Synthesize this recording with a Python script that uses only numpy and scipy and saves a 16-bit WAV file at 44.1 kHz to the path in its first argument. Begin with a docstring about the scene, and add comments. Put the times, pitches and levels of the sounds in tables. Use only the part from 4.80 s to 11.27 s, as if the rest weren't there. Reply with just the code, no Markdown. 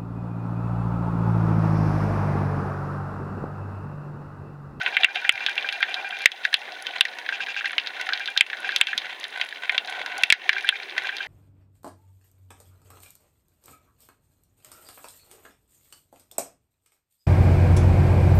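"""Snapping shrimp on a shallow reef

A camera sits under water. Shrimp near and far snap bubbles that collapse and ring its case,
over a steady rush of water, grainy rustles, ticks, soft bumps and a late, faint hum.
The lens motor knocks and whirs in short steps inside the case.
The nearest snaps overload the recorder, which then turns itself down for a moment."""
import sys
import numpy as np
from scipy import signal
from scipy.fft import rfft, irfft
from scipy.io import wavfile
from scipy.ndimage import uniform_filter1d

SR = 44100
rng = np.random.default_rng(int(sys.argv[2]) if len(sys.argv) > 2 else 0)


def put_to_file(sound):
    """Save the sound as 16-bit audio at rate SR, in the file named by the first command-line argument."""
    columns = np.atleast_2d(sound).T  # one column per channel
    safe = np.clip(columns, -1, 1)
    whole_steps = np.round(safe * 32767)
    wavfile.write(sys.argv[1], SR, whole_steps.astype(np.int16))


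N = 285327

# how the background swells and fades: (time [s], murmur [dB], far shrimp [dB])
SWELLS = [(0.0, -39, -31), (0.18, -45, -37), (0.85, -46.5, -34), (1.28, -43, -35.5), (1.44, -54, -36.5),
          (1.67, -52, -40), (1.84, -46.5, -38), (2.65, -49, -38.5), (2.77, -54, -39.5), (3.35, -45, -34.5),
          (3.58, -56, -41), (3.82, -47, -36), (3.96, -49, -36), (4.68, -56.5, -40.5), (5.26, -43, -40),
          (5.75, -48.5, -33), (6.07, -56, -38), (6.47, -48.5, -36.5)]


def gain_of(db):
    """Turns decibels into a number to multiply by."""
    return 10 ** (np.asarray(db) / 20)


def unit_level(x):
    """Scales a signal to an average (rms) level of 1."""
    return x / np.sqrt(np.mean(x ** 2) + 1e-20)


def level_at(points, hz):
    """Reads between (frequency, level) points along straight lines on an octave scale."""
    frequencies, levels = np.transpose(points)
    return np.interp(np.log(hz + 1), np.log(frequencies + 1), levels)


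def add(mix, s, sound):
    """Mixes a sound in, starting at s seconds."""
    part = mix[max(round(s * SR), 0):][:len(sound)]
    part += sound[:len(part)]


def coloured(x, points):
    """Changes a long sound's tone by (frequency, level) points."""
    return irfft(rfft(x) * gain_of(level_at(points, np.fft.rfftfreq(N, 1 / SR))), N)


def coloured_noise(points):
    """Noise with the given tone, at level 1."""
    return unit_level(coloured(rng.standard_normal(N), points))


def ringing_noise(hz, width_hz):
    """Noise narrowed to one fuzzy pitch, at level 1."""
    band = signal.iirpeak(hz, hz / width_hz, SR)  # used twice for steep sides
    return unit_level(signal.lfilter(*band, signal.lfilter(*band, rng.standard_normal(N))))


def drift(seconds):
    """A smooth random wobble of level 1 that changes over the given time."""
    size = max(int(seconds * SR), 2)
    return unit_level(uniform_filter1d(uniform_filter1d(rng.standard_normal(N), size), size))


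def microphone_hiss(level_db=-61.5):
    """The microphone's own faint, steady noise."""
    # tone of the hiss: (frequency [Hz], level [dB])
    tone = [(1000, -6), (5000, 1), (8000, 0), (11000, 0), (12400, -4), (15600, -4)]
    return gain_of(level_db) * coloured_noise(tone)


def hum(hz=390, width_hz=70, level_db=-57, start_s=5.55, fade_s=0.074):
    """A faint, fuzzy hum that sets in near the end."""
    fade_in = np.clip((np.arange(N) / SR - start_s) / fade_s, 0, 1)
    return gain_of(level_db) * ringing_noise(hz, width_hz) * fade_in


def water_and_murmur(rush_db=-47, rush_follow=0.43, wobble_db=2.5, murmur_db=4.0, waver_db=4.0):
    """A low rush of water, and a faint murmur that wavers at the case's ringing pitches."""
    # tone of the rush: (frequency [Hz], level [dB])
    rush_tone = [(30, -46), (100, -25.5), (200, -9), (370, 2), (600, 4.5), (1100, 1.5), (1600, -5.5),
                 (4000, -9)]
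    # ringing pitches of the case: (frequency [Hz], width [Hz], level [dB])
    case_pitches = [(746, 132, 7.5), (947, 18, -5.5), (1489, 123, 9.5), (1840, 46, -12)]
    times, levels, _ = np.transpose(SWELLS)
    swell_db = np.interp(np.arange(N) / SR, times, levels)
    rush = signal.lfilter(*signal.butter(3, 3000, fs=SR), coloured_noise(rush_tone))
    rush *= gain_of(rush_db + rush_follow * (swell_db - swell_db.mean()) + wobble_db * drift(0.043))
    murmur = 0
    for hz, width, db in case_pitches:
        murmur += ringing_noise(hz, width) * gain_of(db + waver_db * drift(0.016))
    return rush + unit_level(murmur) * gain_of(swell_db + murmur_db)


def bumps(cycles=1.4):
    """Soft bumps and bubbles: low tones that swell and die within a few cycles."""
    # each pulse: (time [s], level [dB], pitch [Hz])
    pulses = [(.535, -49, 111), (.88, -63, 75), (4.151, -45, 244), (5.207, -31.5, 564), (5.22, -64, 110),
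              (6.215, -62, 130)]
    out, t = np.zeros(N), np.arange(SR // 5) / SR
    for s, db, hz in pulses:
        age = 2 * hz * t / cycles  # the swell peaks at age 1
        add(out, s, gain_of(db) * age * np.exp(1 - age) * np.sin(2 * np.pi * hz * t))
    return out


def rustles(grain_db=5.0, clump_db=2, fade_s=0.0022):
    """Short, grainy rustles ring in the case."""
    # each rustle: (start [s], end [s], level [dB])
    bursts = [(0.051, 0.094, -31.5), (2.146, 2.19, -33.5), (3.163, 3.251, -35), (4.243, 4.339, -33.5),
              (4.535, 4.662, -33.5), (4.82, 4.884, -35), (4.914, 4.977, -32.5), (5.076, 5.223, -30.5),
              (5.255, 5.456, -34), (6.164, 6.291, -35.5)]
    # tone of a rustle through the case: (frequency [Hz], level [dB])
    tone = [(200, -23.5), (620, -1.5), (760, 9.5), (880, -3.5), (1020, 4), (1250, -11), (1520, 17.5),
            (1700, -1), (1950, 10.5), (2700, 6.5), (4000, 0.5), (4800, -14.5), (8000, -25.5), (15500, -45)]
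    t = np.arange(N) / SR
    grains = rng.standard_normal(N) * gain_of(grain_db * drift(0.0031) + clump_db * drift(0.0079))
    loudness = 0
    for start, end, db in bursts:
        loudness += gain_of(db) * np.clip(np.minimum(t - start, end - t) / fade_s, 0, 1)
    return loudness * unit_level(coloured(grains, tone))


def fine_ticks(faint_db=-40, spread_db=12, decay_s=0.0022, faint_count=66):
    """Grit and tiny bubbles tick: a few clearly, many faintly at random times."""
    # clear ticks close to the case: (time [s], level [dB])
    clear = [(.0327, -33.5), (.5237, -22.5), (.9313, -33), (2.0236, -27), (4.3993, -28.5), (5.0996, -31.5),
             (5.3802, -22)]
    # tone of a tick: (frequency [Hz], level [dB])
    tone = [(2000, -19), (4000, 12.5), (6000, 12.5), (8500, 0), (10700, 13.5), (13000, -8), (15500, -58)]
    out, t = np.zeros(N), np.arange(500) / SR
    fizz = coloured_noise(tone)
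    faint = [(when * N / SR, faint_db + spread_db * (size - .5))
             for when, size in rng.random((faint_count, 2))]
    for s, db in list(clear) + faint:
        tick = fizz[rng.integers(N - len(t)):][:len(t)] * np.exp(-t / decay_s)
        add(out, s, gain_of(db) * tick / abs(tick).max())
    return out


def lens_motor(whine_hz=797, step_s=0.037, every_s=0.08, rasp_spread_db=8, knock_spread_db=11):
    """Each evenly timed motor step knocks the lens mount, then whines and rasps briefly."""
    # runs of steps: (start [s], steps [count], whine [dB], rasp [dB], knock [dB])
    runs = [(.125, 17, -37.5, -41.5, -23), (2.524, 5, -38.5, -33, -21), (3.324, 4, -40.5, -40, -20.5),
            (3.845, 4, -39, -37.5, -26.5), (5.765, 3, -39, -50, -21.5), (6.245, 3, -42.5, -40.5, -25)]
    # tones in the whine: (multiple of its pitch, level [dB])
    whine_tones = [(1, -9.5), (2, -4.5), (3, 2.5), (4, -15), (6, -24.5)]
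    # tone of the rasp: (frequency [Hz], level [dB])
    rasp_tone = [(300, -23.5), (1300, -9.5), (1900, -10), (2700, 14.5), (3300, 1.5), (4300, -9), (4900, -8),
                 (7000, -20.5), (16000, -74)]
    # ringing of the lens mount: (frequency [Hz], level [dB], time to fade by 60 dB [s])
    mount_tones = [(1596, 31, 0.04), (1560, 11, 0.055), (766, -7, 0.025)]
    out, t = np.zeros(N), np.arange(SR // 12) / SR
    grit = coloured_noise(rasp_tone)
    running = np.minimum(t / 0.001, 1) * np.exp(-np.maximum(t - step_s, 0) / 0.0027)  # rise, hold, fade
    knock = sum(gain_of(db - 60 * t / fade) * np.sin(2 * np.pi * hz * t) for hz, db, fade in mount_tones)
    knock *= 1 - np.exp(-t / 0.00081)  # softens the start
    knock /= abs(knock).max()
    for start, steps, whine_db, rasp_db, knock_db in runs:
        for s in start + every_s * np.arange(round(steps)):
            roughness, kick = rng.random(2) - .5
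            cycles = whine_hz * t * (1 + .002 * rng.standard_normal())
            whine = sum(gain_of(db) * np.sqrt(2) * np.sin(2 * np.pi * (round(k) * cycles + rng.random()))
                        for k, db in whine_tones)
            rasp = grit[rng.integers(N - len(t)):][:len(t)] * gain_of(rasp_db + rasp_spread_db * roughness)
            rasp *= 1 + .5 * np.cos(2 * np.pi * cycles)  # pulses with the whine
            add(out, s, running * (gain_of(whine_db) * whine + rasp))
            add(out, s, gain_of(knock_db + knock_spread_db * kick) * knock)
    return out


def snap(boost_hz, treble_db, echo_db, tail_db, boost_db=10, boost_octaves=0.32, size=3072):
    """A shrimp's bubble collapses: one sharp spike and its echoes off the rock ring the case."""
    # tone of a snap through the case: (frequency [Hz], level [dB])
    case_tone = [(60, -84), (450, -31.5), (650, -12), (750, -8), (880, -11), (1250, -6), (1550, 6.5),
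                 (2700, 6), (3700, 7), (4500, -2), (6000, -10.5), (7200, -26), (10800, -27), (12500, -28),
                 (15500, -46)]
    hz, t = abs(np.fft.fftfreq(size, 1 / SR)) + 1, np.arange(size) / SR
    tone_db = level_at(case_tone, hz)
    tone_db += boost_db * np.exp(-.5 * (np.log2(hz / boost_hz) / boost_octaves) ** 2)
    tone_db += treble_db / (1 + (4800 / hz) ** 6)
    spectrum = np.exp(np.conj(signal.hilbert(np.log(gain_of(tone_db)))))  # rings only after the spike
    ring = np.fft.ifft(spectrum).real
    echoes, tail = rng.standard_normal((2, size))
    echoes *= (t > .0008) * np.exp(-t / 0.0033)
    tail *= (t > .004) * np.exp(-t / 0.012)
    tail = signal.lfilter(*signal.butter(2, 3800, fs=SR), tail)  # late echoes are the dullest
    paths = (gain_of(echo_db) * unit_level(echoes) + gain_of(tail_db) * unit_level(tail)) / np.sqrt(size)
    paths = signal.lfilter([.45], [1, -.6], paths)  # rough rock returns less treble
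    paths[0] += 1  # the direct spike
    wave = signal.fftconvolve(paths, ring)[:size]
    return wave / abs(signal.hilbert(wave)).max()


def reef_swell(offset_db):
    """The far shrimp's loudness as it slowly rises and falls."""
    times, _, reef_db = np.transpose(SWELLS)
    return gain_of(np.interp(np.arange(N) / SR, times, reef_db) + offset_db)


def reef_sizzle(offset_db=-5, flare_db=4.0, flare_s=0.0042, bands=7):
    """The most distant snaps blur into a sizzle; each band of it flares on its own."""
    # tone of the sizzle: (frequency [Hz], level [dB])
    tone = [(900, -39), (1300, -41), (1700, 13), (2600, 9.5), (4000, 4), (4700, -8), (6500, -10),
            (9000, -66), (15500, -53)]
    edges_hz = np.geomspace(1200, 6500, bands + 1)
    sizzle = 0
    for band in zip(edges_hz, edges_hz[1:]):
        band_pass = signal.butter(2, band, "band", fs=SR, output="sos")
        sizzle += signal.sosfilt(band_pass, rng.standard_normal(N)) * gain_of(flare_db * drift(flare_s))
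    return unit_level(coloured(sizzle, tone)) * reef_swell(offset_db)


def far_shrimp(snaps_per_s=70, offset_db=-4, spread_db=4, treble_spread_db=18, kinds=24):
    """The colony crackles: many small snaps of mixed tone, a few louder than the rest."""
    out = np.zeros(N)
    for hz in np.geomspace(1600, 4800, kinds):
        sizes = gain_of(spread_db * np.minimum(rng.exponential(1, N), 3.5))
        fires = rng.random(N) < snaps_per_s / kinds / SR
        wave = snap(hz, treble_spread_db * (rng.random() - .5), echo_db=1, tail_db=-41)
        out += signal.oaconvolve(sizes * fires, wave)[:N]
    return unit_level(out) * reef_swell(offset_db)


def middle_shrimp(level_db=-21, spread_db=5, low_hz=1500, high_hz=4200, count=12):
    """Shrimp a little way off snap about twice a second, each with its own tone."""
    out = np.zeros(N)
    for slot, (when, size, pitch, bright) in enumerate(rng.random((count, 4))):
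        hz = low_hz * (high_hz / low_hz) ** pitch
        wave = snap(hz, treble_db=12 + 14 * (bright - .5), echo_db=0, tail_db=-13)
        add(out, (slot + when) / count * N / SR, gain_of(level_db + spread_db * (size - .5)) * wave)
    return out


def thumps(rise_s=0.0013):
    """Short low thumps as the loudest snaps overload the recorder."""
    # each thump: (time [s], strength [dB])
    overloads = [(0.2458, -39), (2.2085, -40), (3.6087, -29.5), (4.0125, -34), (5.435, -40), (5.5238, -24)]
    out, age = np.zeros(N), np.arange(800) / SR / rise_s
    for s, db in overloads:
        add(out, s, gain_of(db) * age * np.exp(-age))
    return out


def near_shrimp():
    """The nearest shrimp fire single loud snaps."""
    # each snap: (time [s], level [dB], boosted frequency [Hz], extra treble [dB])
    snaps = [(0.0621, -5.5, 2630, -18), (0.1681, 0, 2350, -29), (0.234, -1, 3300, -24),
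             (0.2453, 6, 2340, -27), (.3584, -8, 2590, -2), (.372, -18, 3150, -18),
             (0.4494, -12, 1560, -48), (.493, 5, 2720, -22), (0.5773, -17.5, 2210, -13),
             (0.664, -2.5, 3100, 5.5), (.695, -16.5, 2570, 17), (0.7792, -6.5, 2800, -13),
             (0.8255, -16, 3300, -10), (.8889, -9, 2660, 3), (0.9255, -15, 4000, 15),
             (1.0278, -3, 1660, -11), (1.1426, -9, 3830, 5), (1.4581, 7, 2020, 2.5), (1.518, -11, 3030, 14),
             (1.6514, -4, 1730, 2.5), (1.7297, -14, 1590, -2), (1.7418, 2.5, 3340, 4),
             (2.068, -11, 3060, 11), (2.2091, 5, 3220, 2), (2.2527, -7.5, 2070, 11),
             (2.3866, -17.5, 1980, 14), (2.4898, -9.5, 1600, -3), (2.8093, -16.5, 1600, -30),
             (2.8571, -11, 1800, 4), (2.9314, -16.5, 1590, -8), (2.9818, -2, 2680, 0.5),
             (2.999, -13, 5000, -9), (3.0722, -10.5, 4370, 1), (3.213, -14, 2430, 20),
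             (3.2906, -9.5, 1620, -1), (3.3343, -4.5, 4360, -1), (3.4584, -15, 3720, 13),
             (3.476, -10.5, 3170, -2), (3.5755, 0, 3620, 14.5), (3.6089, 5.5, 2640, -12.5),
             (3.7315, -13, 1640, -19), (3.8913, -10.5, 1670, -10), (3.9621, -1, 3180, 20.5),
             (4.0126, 6.5, 2920, -36), (4.0706, -8, 2880, 8), (4.1307, -14, 1620, -43),
             (4.1786, -4.5, 3420, 19.5), (4.4413, -13.5, 3600, 12), (4.6135, -6, 2550, 3.5),
             (4.895, -4.5, 2150, -12), (4.9797, -2, 3160, 4), (5.2618, -13.5, 1480, 10),
             (5.4355, 2, 2480, 15), (5.5022, 3.5, 2660, 3), (5.5246, 11.5, 2090, 16),
             (5.6929, 0.5, 1950, -1), (5.7303, -11, 1560, 3), (5.8899, 3, 3740, -25), (6.18, -7, 1830, 6.5),
             (6.2912, -13, 1520, -18), (6.3678, -16, 4000, 22)]
    out = np.zeros(N)
    for s, db, hz, treble_db in snaps:
        echo_db = 0.5 - 2 * np.log2(hz / 2500)  # duller snaps arrive more by way of the rock
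        tail_db = -11.5 - 0.05 * db  # weaker snaps are farther away and trail more
        add(out, s, gain_of(db) * snap(hz, treble_db, echo_db, tail_db))
    return out


def air_in_case(x):
    """The air space around the microphone strengthens some pitches and weakens others."""
    # its peaks and dips: (frequency [Hz], width [Hz], boost or cut [dB])
    bands = [(1004, 89, 3.5), (1894, 40, 2), (2530, 105, -4.5), (2733, 190, 3), (3230, 83, 0.5),
             (4440, 240, -4), (4620, 580, 1.5), (5600, 510, -3.5), (6560, 510, 2.5)]
    for hz, width, db in bands:
        x = x + (gain_of(db) - 1) * signal.lfilter(*signal.iirpeak(hz, hz / width, SR), x)
    return x


def scene():
    """Everything reaches one microphone inside the case."""
    hiss = microphone_hiss()
    shrimp = near_shrimp() + thumps() + middle_shrimp() + far_shrimp() + reef_sizzle()
    mix = shrimp + water_and_murmur() + rustles() + hum() + fine_ticks() + bumps() + lens_motor()
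    return (hiss + air_in_case(mix))[None]


def record(dry, threshold_db=-15, duck_share=0.83, recover_db_per_s=125, attack_s=0.00064,
           ceiling=0.93, low_cut_hz=70, high_cut_hz=15900):
    """Loud snaps clip before the recorder briefly turns itself down; filters then trim the sound."""
    # narrow bands the recorder cuts out: (frequency [Hz], width [Hz])
    notches = [(2890, 150), (7850, 200), (11750, 900)]
    x = dry[0]
    power_db = 10 * np.log10(abs(uniform_filter1d(x ** 2, size=176)) + 1e-12)
    fall_db = np.arange(N) * recover_db_per_s / SR
    held_db = np.maximum.accumulate(power_db + fall_db) - fall_db  # jumps to each peak, then sinks
    over_db = np.maximum(held_db - threshold_db, 0)
    late_db = np.pad(duck_share * over_db, (SR // 200, 0))[:N]  # reacts 5 ms late
    lag = np.exp(-1 / (attack_s * SR))
    duck_db = signal.lfilter([1 - lag], [1, -lag], late_db)
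    x = np.clip(x * gain_of(-duck_db), -ceiling, ceiling)
    x = signal.lfilter(*signal.butter(1, low_cut_hz, "high", fs=SR), x)
    for hz, width in notches:
        x = signal.lfilter(*signal.iirnotch(hz, hz / width, SR), x)
    high_cut = signal.firwin(301, high_cut_hz, window=("kaiser", 8), fs=SR)
    return signal.oaconvolve(x, high_cut, "same")[None]


dry = scene()
out = record(dry)
put_to_file(out)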